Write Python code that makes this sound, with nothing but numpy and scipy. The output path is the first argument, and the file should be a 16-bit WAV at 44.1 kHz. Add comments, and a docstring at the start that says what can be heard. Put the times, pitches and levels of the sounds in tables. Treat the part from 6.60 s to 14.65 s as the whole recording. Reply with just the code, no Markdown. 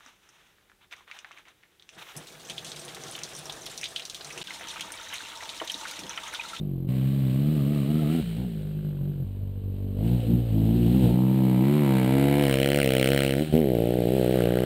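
"""A single-cylinder four-stroke quad bike is ridden over sand, the microphone close by on the machine. The
sound jumps at .28 s to a louder, faster stretch; the rider then revs, coasts, idles, blips, pulls up to full
throttle and changes gear. Each firing sends one pulse down the pipe: harmonics of the firing rate, shaped by
the way of riding and by speed. Filtered noise adds a rumble, the clatter of valves and chain, a nasal buzz on
each firing, and a rasp of gas that is most of the treble with the throttle wide."""
import sys
import numpy as np
from scipy import signal
from scipy.fft import irfft
from scipy.io import wavfile

SR = 44100
rng = np.random.default_rng(int(sys.argv[2]) if len(sys.argv) > 2 else 0)


def bounce(signal):
    """Save signal as a 16-bit WAV file at the path given by the first command-line argument."""
    frames = np.transpose(np.atleast_2d(signal))
    limited = np.clip(frames, -1, 1)
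    pcm = np.round(limited * 32767).astype(np.int16)
    wavfile.write(sys.argv[1], SR, pcm)


N = 354992
TIME = np.arange(N) / SR
STEP = 64  # samples between updates of the slow controls
SLOW_TIME = TIME[::STEP]
WAVER_DB, WAVER_PER_S = 0.79, 11  # boom, growl, bark and treble each waver a little


def gain_of(db):
    """Decibels to amplitude."""
    return 10 ** (np.asarray(db) / 20)


def evened(x):
    """Scales to rms 1."""
    return x / np.sqrt(np.mean(x ** 2) + 1e-20)


def curve(rows, t=TIME):
    """The second column of a table, joined by straight lines in time."""
    start_s, values = np.transpose(rows)
    return np.interp(t, start_s, values)


def coloured(x, points):
    """Minimum-phase filter with the given outline of freq_hz and level_db."""
    freq_hz, level_db = np.transpose(points)
    bins_hz = abs(np.fft.fftfreq(4096, 1 / SR)) + 1
    log_gain = np.log(gain_of(np.interp(np.log(bins_hz), np.log(freq_hz), level_db)))
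    # the phase that goes with this outline in a causal filter
    taps = np.fft.ifft(np.exp(np.conj(signal.hilbert(log_gain)))).real
    return signal.oaconvolve(x, taps[:len(taps) // 2])[:N]


def random_glide(count):
    """One random value for each whole count, gliding from one to the next."""
    values = rng.standard_normal(1000)
    return np.interp(count, np.arange(len(values)), values)


# Engine speed before hunting and jitter: start_s, firing_hz (firings a second)
ENGINE_SPEED = [(0.0, 52.1), (0.16, 44.4), (0.27, 44.2), (0.29, 63.8), (0.57, 68.5), (0.71, 63.6),
                (0.93, 77.9), (1.03, 67.5), (1.14, 75.1), (1.24, 66.1), (1.3, 75.2), (1.4, 78.7),
                (1.46, 72.4), (1.56, 84.5), (1.62, 75.2), (1.64, 57.9), (1.76, 53.0), (1.79, 62.0),
                (1.84, 63.7), (1.89, 56.8), (1.99, 50.6), (2.29, 50.3), (2.42, 46.0), (2.48, 49.5),
                (2.63, 44.4), (2.68, 49.4), (2.87, 48.2), (3.38, 48.4), (3.44, 55.5), (3.54, 62.2),
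                (3.65, 55.8), (3.74, 59.9), (3.85, 59.2), (3.93, 52.9), (4.09, 55.4), (4.18, 60.0),
                (4.27, 56.4), (4.38, 66.2), (4.48, 57.9), (4.6, 64.1), (4.78, 65.6), (4.99, 62.9),
                (5.14, 73.9), (5.19, 74.5), (5.29, 66.7), (5.46, 63.3), (5.55, 67.7), (5.8, 71.9),
                (5.94, 65.8), (6.19, 72.1), (6.27, 65.4), (6.44, 65.1), (6.53, 69.3), (6.73, 67.4),
                (6.77, 68.8), (6.83, 78.4), (6.93, 75.0), (6.98, 81.4), (7.01, 78.5), (7.05, 69.0),
                (7.18, 56.0), (7.36, 62.3), (7.46, 57.8), (7.55, 67.2), (7.66, 59.4), (7.69, 63.4),
                (7.76, 64.4), (7.83, 58.4), (8.04, 63.1)]


def firing_rate(t=TIME):
    """Firings a second; a four-stroke single fires once in two turns of the crank."""
    return curve(ENGINE_SPEED, t)


# Harmonic outline of the exhaust pulse for each way of riding, before the boom, growl and bark are set:
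# order (multiple of the firing rate), level_db
COAST = [(1, -8.5), (2, -9), (3, 3.5), (4, -5.5), (5, -18), (6, -23.5), (7, -17.5), (8, -20.5), (9, -45.5),
         (10, -28), (11, -34), (12, -34), (14, -46.5), (17, -54), (20, -53), (24, -52)]
IDLE = [(1, -4.5), (2, 3), (3, -11), (4, -8.5), (5, -9), (6, -15.5), (7, -21.5), (8, -19.5), (9, -17.5),
        (10, -22), (11, -52), (12, -27), (14, -36), (17, -58), (20, -45), (24, -47)]
CRUISE = [(1, -9.5), (2, 9.5), (3, 0.5), (4, -5.5), (5, -15.5), (6, -22), (7, -25.5), (8, -29.5),
          (9, -21.5), (10, -57), (11, -35), (12, -59), (14, -49), (17, -34), (20, -51), (24, -54)]
PULL = [(1, 11), (2, 18), (3, 14.5), (4, 3.5), (5, -2), (6, -4.5), (7, -56.5), (8, -11), (9, -22),
        (10, -21.5), (11, -24), (12, -20.5), (14, -26.5), (17, -37.5), (20, -48), (24, -56)]
CHARGE = [(1, 10), (2, 25), (3, 13.5), (4, 16.5), (5, 10.5), (6, -3), (7, 3), (8, -13), (9, -3.5), (10, -4),
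          (11, -13), (12, -9), (14, -12.5), (17, -23), (20, -24), (24, -30)]
BUILD = [(1, -22.5), (2, 1), (3, 5), (4, 1), (5, 2), (6, -16), (7, -10), (8, -14.5), (9, -14.5),
         (10, -25.5), (11, -14.5), (12, -19), (14, -14.5), (17, -25.5), (20, -31), (24, -37)]
FLAT_OUT = [(1, -6), (2, 4.5), (3, 2.5), (4, 3.5), (5, 3.5), (6, -4), (7, 4), (8, 1.5), (9, -2), (10, -6),
            (11, -11.5), (12, -14), (14, -15), (17, -42), (20, -23), (24, -29)]
LUG = [(1, 2), (2, 11), (3, 11.5), (4, 4), (5, 9.5), (6, 8.5), (7, 1.5), (8, 0), (9, -4.5), (10, -5.5),
       (11, -11), (12, -14), (14, -17), (17, -37), (20, -47), (24, -39)]
# Settings over time: a sudden jump at .28 s, then moves of the throttle; levels are those before speed and
# waver bend them: start_s (middle of the change), change_s, pulse, boom_db, growl_db, bark_db, ringing (of the
# pipe, 0-1), uneven_db (from firing to firing)
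RIDE = [ (0, .01, COAST, -31, -34, -47.5, 0.46, .5), (.28, .02, CRUISE, -23, -34.5, -49.5, 0.72, 1),
        (1, 0.87, CRUISE, -24.5, -31.5, -43.5, 0.8, 2), (1.613, 0.017, COAST, -32, -41, -53.5, 0.9, 2),
        (1.772, .02, PULL, -29, -36.5, -48.5, 1, 2), (1.85, 0.023, COAST, -32, -40, -50, 0.81, 1.7),
        (2.641, 0.014, IDLE, -33.5, -43, -51, 0.9, 2), (3.1, 0.27, IDLE, -31.5, -36.5, -43.5, 1, 1.5),
        (3.385, .088, PULL, -22.5, -30, -43.5, 1, 1.2), (3.59, 0.072, IDLE, -28.5, -38, -45, 1, 2),
        (3.67, .05, PULL, -22, -26, -44, 1, 2), (3.805, 0.061, IDLE, -26.5, -39, -42, 1, 0.6),
        (3.92, 0.058, PULL, -22, -24.5, -42.5, 0.97, 1.58), (4.4, 0.057, PULL, -21.5, -26, -38, 1, 1.94),
        (4.56, 0.082, BUILD, -21, -26.5, -39.5, 0.88, 0.67), (5.15, 0.41, BUILD, -22, -26, -36.5, 1, 0.86),
        (5.5, 0.17, CHARGE, -23, -25, -35.5, 1, 0.9), (5.87, .16, FLAT_OUT, -26.5, -29.5, -35.5, .08, .85),
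        (6.839, 0.023, FLAT_OUT, -34, -41, -47, 0.2, 3.5), (6.925, .02, LUG, -27.7, -27.3, -30, .58, .9), ]


def ridden(t, settings):
    """Glides from one setting to the next, one for each row of RIDE."""
    state = settings[0]
    for (start_s, change_s, *_), goal in zip(RIDE[1:], settings[1:]):
        progress = np.clip((t - start_s) / change_s + .5, 0, 1)
        state = state + progress * (goal - state)
    return state


WIDE_S = 5.85  # middle of the change as the throttle reaches its stop


def wide_open(t, change_s=0.34):
    """Goes from 0 to 1 as the throttle reaches its stop."""
    return np.clip((t - WIDE_S) / change_s + .5, 0, 1)


# Bend per octave of engine speed above MID_RATE (firings a second)
MID_RATE = 60
BOOM_DB_PER_OCTAVE, GROWL_DB_PER_OCTAVE, BARK_DB_PER_OCTAVE = -3, 11.5, -1
BARK_SHARE, MID_TREBLE_DB = .45, -50  # dB of bark for each dB of treble above the middle level
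SHIFT_S, THUMP_RISE_S, THUMP_BOOM_DB, THUMP_GROWL_DB = 6.925, 0.011, 10, 4  # the next gear bites


def effort():
    """Boom, growl and bark of the pipe in dB: way of riding, engine speed and thump of the gear change."""
    t = SLOW_TIME
    boom, growl, bark = ridden(t, [np.vstack(row[3:6]) for row in RIDE])
    octaves = np.log2(firing_rate(t) / MID_RATE)
    age = np.maximum(t - SHIFT_S, 0) / THUMP_RISE_S
    thump = age * np.exp(1 - age)
    boom = boom + BOOM_DB_PER_OCTAVE * octaves + THUMP_BOOM_DB * thump
    growl = growl + GROWL_DB_PER_OCTAVE * octaves + THUMP_GROWL_DB * thump
    # the bark swells with the treble
    bark = bark + BARK_DB_PER_OCTAVE * octaves + BARK_SHARE * (curve(TREBLE, t) - MID_TREBLE_DB)
    return [db + WAVER_DB * random_glide(WAVER_PER_S * t) for db in (boom, growl, bark)]


# Outline of the rumble noise: freq_hz, level_db (relative)
RUMBLE = [(25, -10), (55, -4), (130, -23), (300, -1.5), (500, -1), (800, -12), (1300, -24.5), (3000, -66)]


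def rumble(firings, levels, throb=0.059, below_boom_db=25, below_growl_db=23):
    """Turbulent gas and the shaking frame: noise between the orders, throbbing once a firing."""
    boom, growl, _ = (np.interp(TIME, SLOW_TIME, db) for db in levels)
    churn = rng.standard_normal(N) * (1 + throb * np.cos(2 * np.pi * firings))
    size = np.hypot(gain_of(boom - below_boom_db), gain_of(growl - below_growl_db))
    return size * evened(coloured(churn, RUMBLE))


# Outline of the clatter of the casings: freq_hz, level_db (relative)
CLATTER = [(500, -18.5), (1050, -13.5), (1400, -4.5), (2200, -5), (3000, 2.5), (3550, -3), (4000, -1),
           (4800, -12.5), (6000, -23), (7200, -16), (8100, -8), (9200, -8), (10700, -21.5), (13400, -16),
           (15000, -14)]


def clatter(firings, throb=0.028, grain_db=2.0, ticks_per_s=1500, tick_share=0.75):
    """Dense small ticks of valves and chain, over a hiss, swelling with each turn of the crank."""
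    loudness = gain_of(grain_db * np.minimum(rng.exponential(1, N), 4))
    struck = rng.random(N) < ticks_per_s / SR
    ticks = rng.standard_normal(N) * loudness * struck
    hiss = rng.standard_normal(N)
    swell = 1 + throb * np.cos(2 * np.pi * 2 * firings)  # two turns to a firing
    return evened(coloured((tick_share * evened(ticks) + hiss) * swell, CLATTER))


def gas_bursts(firings, colour, lead_s, length_s, tail, alike, uneven_db):
    """A burst of rushing gas with each pulse; part of it repeats from one firing to the next."""
    rate = firing_rate()
    age = (firings + lead_s * rate) % 1 / rate  # seconds since the burst began
    onset = (1 - np.exp(-age / 0.00016)) ** 2
    gate = onset * (np.exp(-(age / length_s) ** 2) + tail * np.exp(-age / 0.0068))
    scatter = irfft(np.exp(2j * np.pi * rng.random(129)))
    grain = scatter[(age * SR).astype(int) % len(scatter)]
    repeated = evened(signal.lfilter([1], [1, -.5], grain))  # tilted to the lower part
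    fresh = rng.standard_normal(N)
    gas = gate * (np.sqrt(alike) * repeated + np.sqrt(1 - alike) * fresh)
    return evened(coloured(gas * gain_of(uneven_db * random_glide(firings)), colour))


# Level of the nasal buzz: start_s, level_db
BUZZ = [(.25, -90), (.35, -69), (.9, -69), (1.3, -82), (1.95, -68), (2.55, -69), (2.7, -81), (4.6, -72),
        (5.45, -50), (5.9, -53), (6.3, -72), (7.3, -78), (7.6, -54), (7.8, -43.5), (8.05, -46)]


def buzz(firings, buzz_hz=1500, width_hz=560):
    """A nasal buzz near one resonance, struck by each firing; strongest near 5.5 s and at the end."""
    colour = [(buzz_hz - 2 * min(width_hz, buzz_hz / 3), -40),
              (buzz_hz - width_hz / 2, -2), (buzz_hz, 0), (buzz_hz + width_hz / 2, -3),
              (buzz_hz + 2 * width_hz, -25), (SR / 2, -70)]
    bursts = gas_bursts(firings, colour, lead_s=0.00094, length_s=0.0054, tail=0.9, alike=0.7, uneven_db=-3.0)
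    return gain_of(curve(BUZZ)) * bursts


# Outlines of the gas rasp, throttle opening and throttle wide: freq_hz, level_db (relative)
RASP_RISING = [(500, -10.5), (900, 0), (1300, -5.5), (1750, -3.5), (2250, 3.5), (3300, -7.5), (4000, -7.5),
               (6000, -27), (7800, -11), (8900, -15), (9700, -5.5), (10600, -15), (13600, -10),
               (14500, -18.5)]
RASP_WIDE = [(1100, -17), (1450, -0.5), (2500, 1.5), (3000, 4.5), (3700, -9), (4100, -4), (4900, -17),
             (5400, -10.5), (6000, -20.5), (7900, -11.5), (9100, -4.5), (11000, -19), (13200, -19),
             (15000, -8.5)]


def rasp(firings):
    """Gas rushing on each pulse: a long, smooth buzz as the throttle opens, a short, hard crackle once wide."""
    rising = gas_bursts(firings, RASP_RISING, lead_s=.0008, length_s=0.0041, tail=1.0, alike=0.61, uneven_db=1.0)
    wide = gas_bursts(firings, RASP_WIDE, lead_s=0.001332, length_s=0.0023, tail=0.2, alike=0.3, uneven_db=1.45)
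    blend = wide_open(TIME)
    return np.sqrt(1 - blend) * rising + np.sqrt(blend) * wide


PIPE_HOLD = 0.14  # 0: the peaks of a pulse glide with engine speed; 1: they stay at the pipe's own pitches


def riding(t, orders, fall_db=3.5):
    """Pulse spectrum, ringing and unevenness over time, as the way of riding changes."""
    rate = firing_rate(t)
    ends = [row[0] for row in RIDE[1:]] + [t[-1]]
    spectra = []
    for (start_s, _, pulse, *_), end_s in zip(RIDE, ends):
        order, level_db = np.transpose(pulse)
        mean_rate = rate[(t >= start_s) & (t <= end_s)].mean()
        place = orders[:, None] * (rate / mean_rate) ** PIPE_HOLD
        beyond = np.maximum(place - order[-1], 0)  # past the last order of the table
        spectra.append(np.interp(place, order, level_db) - fall_db * beyond)
    ringing, uneven_db = ridden(t, [np.vstack(row[6:]) for row in RIDE])
    return ridden(t, spectra), np.clip(ringing, 0, 1), uneven_db


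MUFFLER_HZ, MUFFLER_DB_PER_OCTAVE = 760, 30  # with the throttle wide, the pulse falls off above this pitch


def exhaust(firings, levels, boom_top_hz=195, growl_top_hz=400, count=26):
    """One pulse a firing: a quick suck and push, drawn out by the ringing of the pipe."""
    t, orders = SLOW_TIME, np.arange(1, count + 1)
    db, ringing, uneven_db = riding(t, orders)
    boom, growl, bark = levels
    hz = orders[:, None] * firing_rate(t)
    db = db - wide_open(t) * MUFFLER_DB_PER_OCTAVE * np.log2(np.maximum(hz / MUFFLER_HZ, 1))
    low, below_bark = (1 / (1 + (hz / top) ** 16) for top in (boom_top_hz, growl_top_hz))
    # effort sets the low orders (boom), the middle ones (growl) and the high ones (bark);
    # the bands overlap, so they are levelled twice
    for share, level in [(low, boom), (below_bark - low, growl), (1 - below_bark, bark)] * 2:
        power = (share * gain_of(db) ** 2).sum(0) / 2
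        db = db + share * (level - 10 * np.log10(power))
    # a resonant pipe delays each order according to the slope of its spectrum
    log_gain = np.log(gain_of(np.vstack([db[:1] - 13.0, db, db[-2::-1]])))
    lag = -np.pi / 2 - ringing * signal.hilbert(log_gain, axis=0).imag[1:count + 1]
    uneven_db = np.interp(TIME, t, uneven_db)
    out = np.zeros(N)
    for order, size, phase in zip(orders, gain_of(db), lag):
        # no two burns have quite the same shape
        wobble = gain_of(uneven_db * np.sqrt(order / 2) * random_glide(firings))
        angle = 2 * np.pi * order * firings + np.interp(TIME, t, phase)
        out += wobble * np.interp(TIME, t, size) * np.cos(angle)
    return out * gain_of(uneven_db / 2 * random_glide(firings))


# At low revs the engine speed hunts, fully so HUNT_RANGE_HZ under HUNT_BELOW_HZ
HUNT_HZ, HUNT_PER_S, HUNT_BELOW_HZ, HUNT_RANGE_HZ = .45, 22, 54, 5.01
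# Share of the treble's power that is gas rasp, the rest being clatter: start_s, share (0-1)
RASP_SHARE = [(0, 0.23), (4.4, 0), (4.9, 0.5), (5.3, 0.79), (5.8, 0.93), (6.2, 0.98), (6.75, 0.94),
              (6.88, 0.16), (6.95, 0.8), (7.2, 0.42), (7.6, 0.28), (7.9, 0.74)]
# Level of the treble, rasp and clatter together, before its waver: start_s, level_db
TREBLE = [(0.0, -65), (0.04, -65.5), (0.27, -69.5), (0.29, -52.5), (1.59, -46), (1.95, -58), (2.91, -67),
          (3.34, -64), (3.47, -49.5), (3.88, -55), (4.44, -45), (4.64, -51), (5.4, -38), (5.6, -37.5),
          (6.19, -30), (6.64, -31), (6.9, -47), (6.95, -39.5), (7.02, -46.5), (7.62, -43.5), (7.76, -41.5),
          (8.05, -42.5)]


def scene(jitter=0.002, first_phase=.33):
    """All layers follow one running count of firings; jitter and first_phase are in firings."""
    rate = firing_rate()
    low_revs = np.clip((HUNT_BELOW_HZ - rate) / HUNT_RANGE_HZ, 0, 1)
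    hunting = HUNT_HZ * low_revs * random_glide(HUNT_PER_S * TIME)
    firings = first_phase + np.cumsum(rate + hunting) / SR
    firings = firings + jitter * random_glide(firings)
    levels = effort()
    share = np.clip(curve(RASP_SHARE), 0, 1)
    treble = np.sqrt(share) * rasp(firings) + np.sqrt(1 - share) * clatter(firings)
    treble_db = curve(TREBLE) + WAVER_DB * random_glide(WAVER_PER_S * TIME)
    mix = rumble(firings, levels) + gain_of(treble_db) * treble + buzz(firings) + exhaust(firings, levels)
    return mix[None]


# Gain of the copies on either side of the high tone, by the pitch they come from: freq_hz, gain_db
SIZZLE = [(30, -57), (65, -43), (130, -37.5), (230, -36), (400, -28.5), (650, -25), (1000, -21),
          (1500, -52), (3000, -96)]
SIZZLE_HZ, EDGE_HZ = 12000, 15750  # the high tone; the top of the recorder's band


def record(dry):
    """The recorder mirrors the lower sound around a high tone, a thin sizzle; then the band limit."""
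    sizzle = coloured(dry[0], SIZZLE) * 2 * np.cos(2 * np.pi * SIZZLE_HZ * TIME)
    band_limit = signal.firwin(511, EDGE_HZ, window=("kaiser", 9), fs=SR)
    return signal.oaconvolve(dry + sizzle, band_limit[None], "same")


dry = scene()
out = record(dry)
bounce(out)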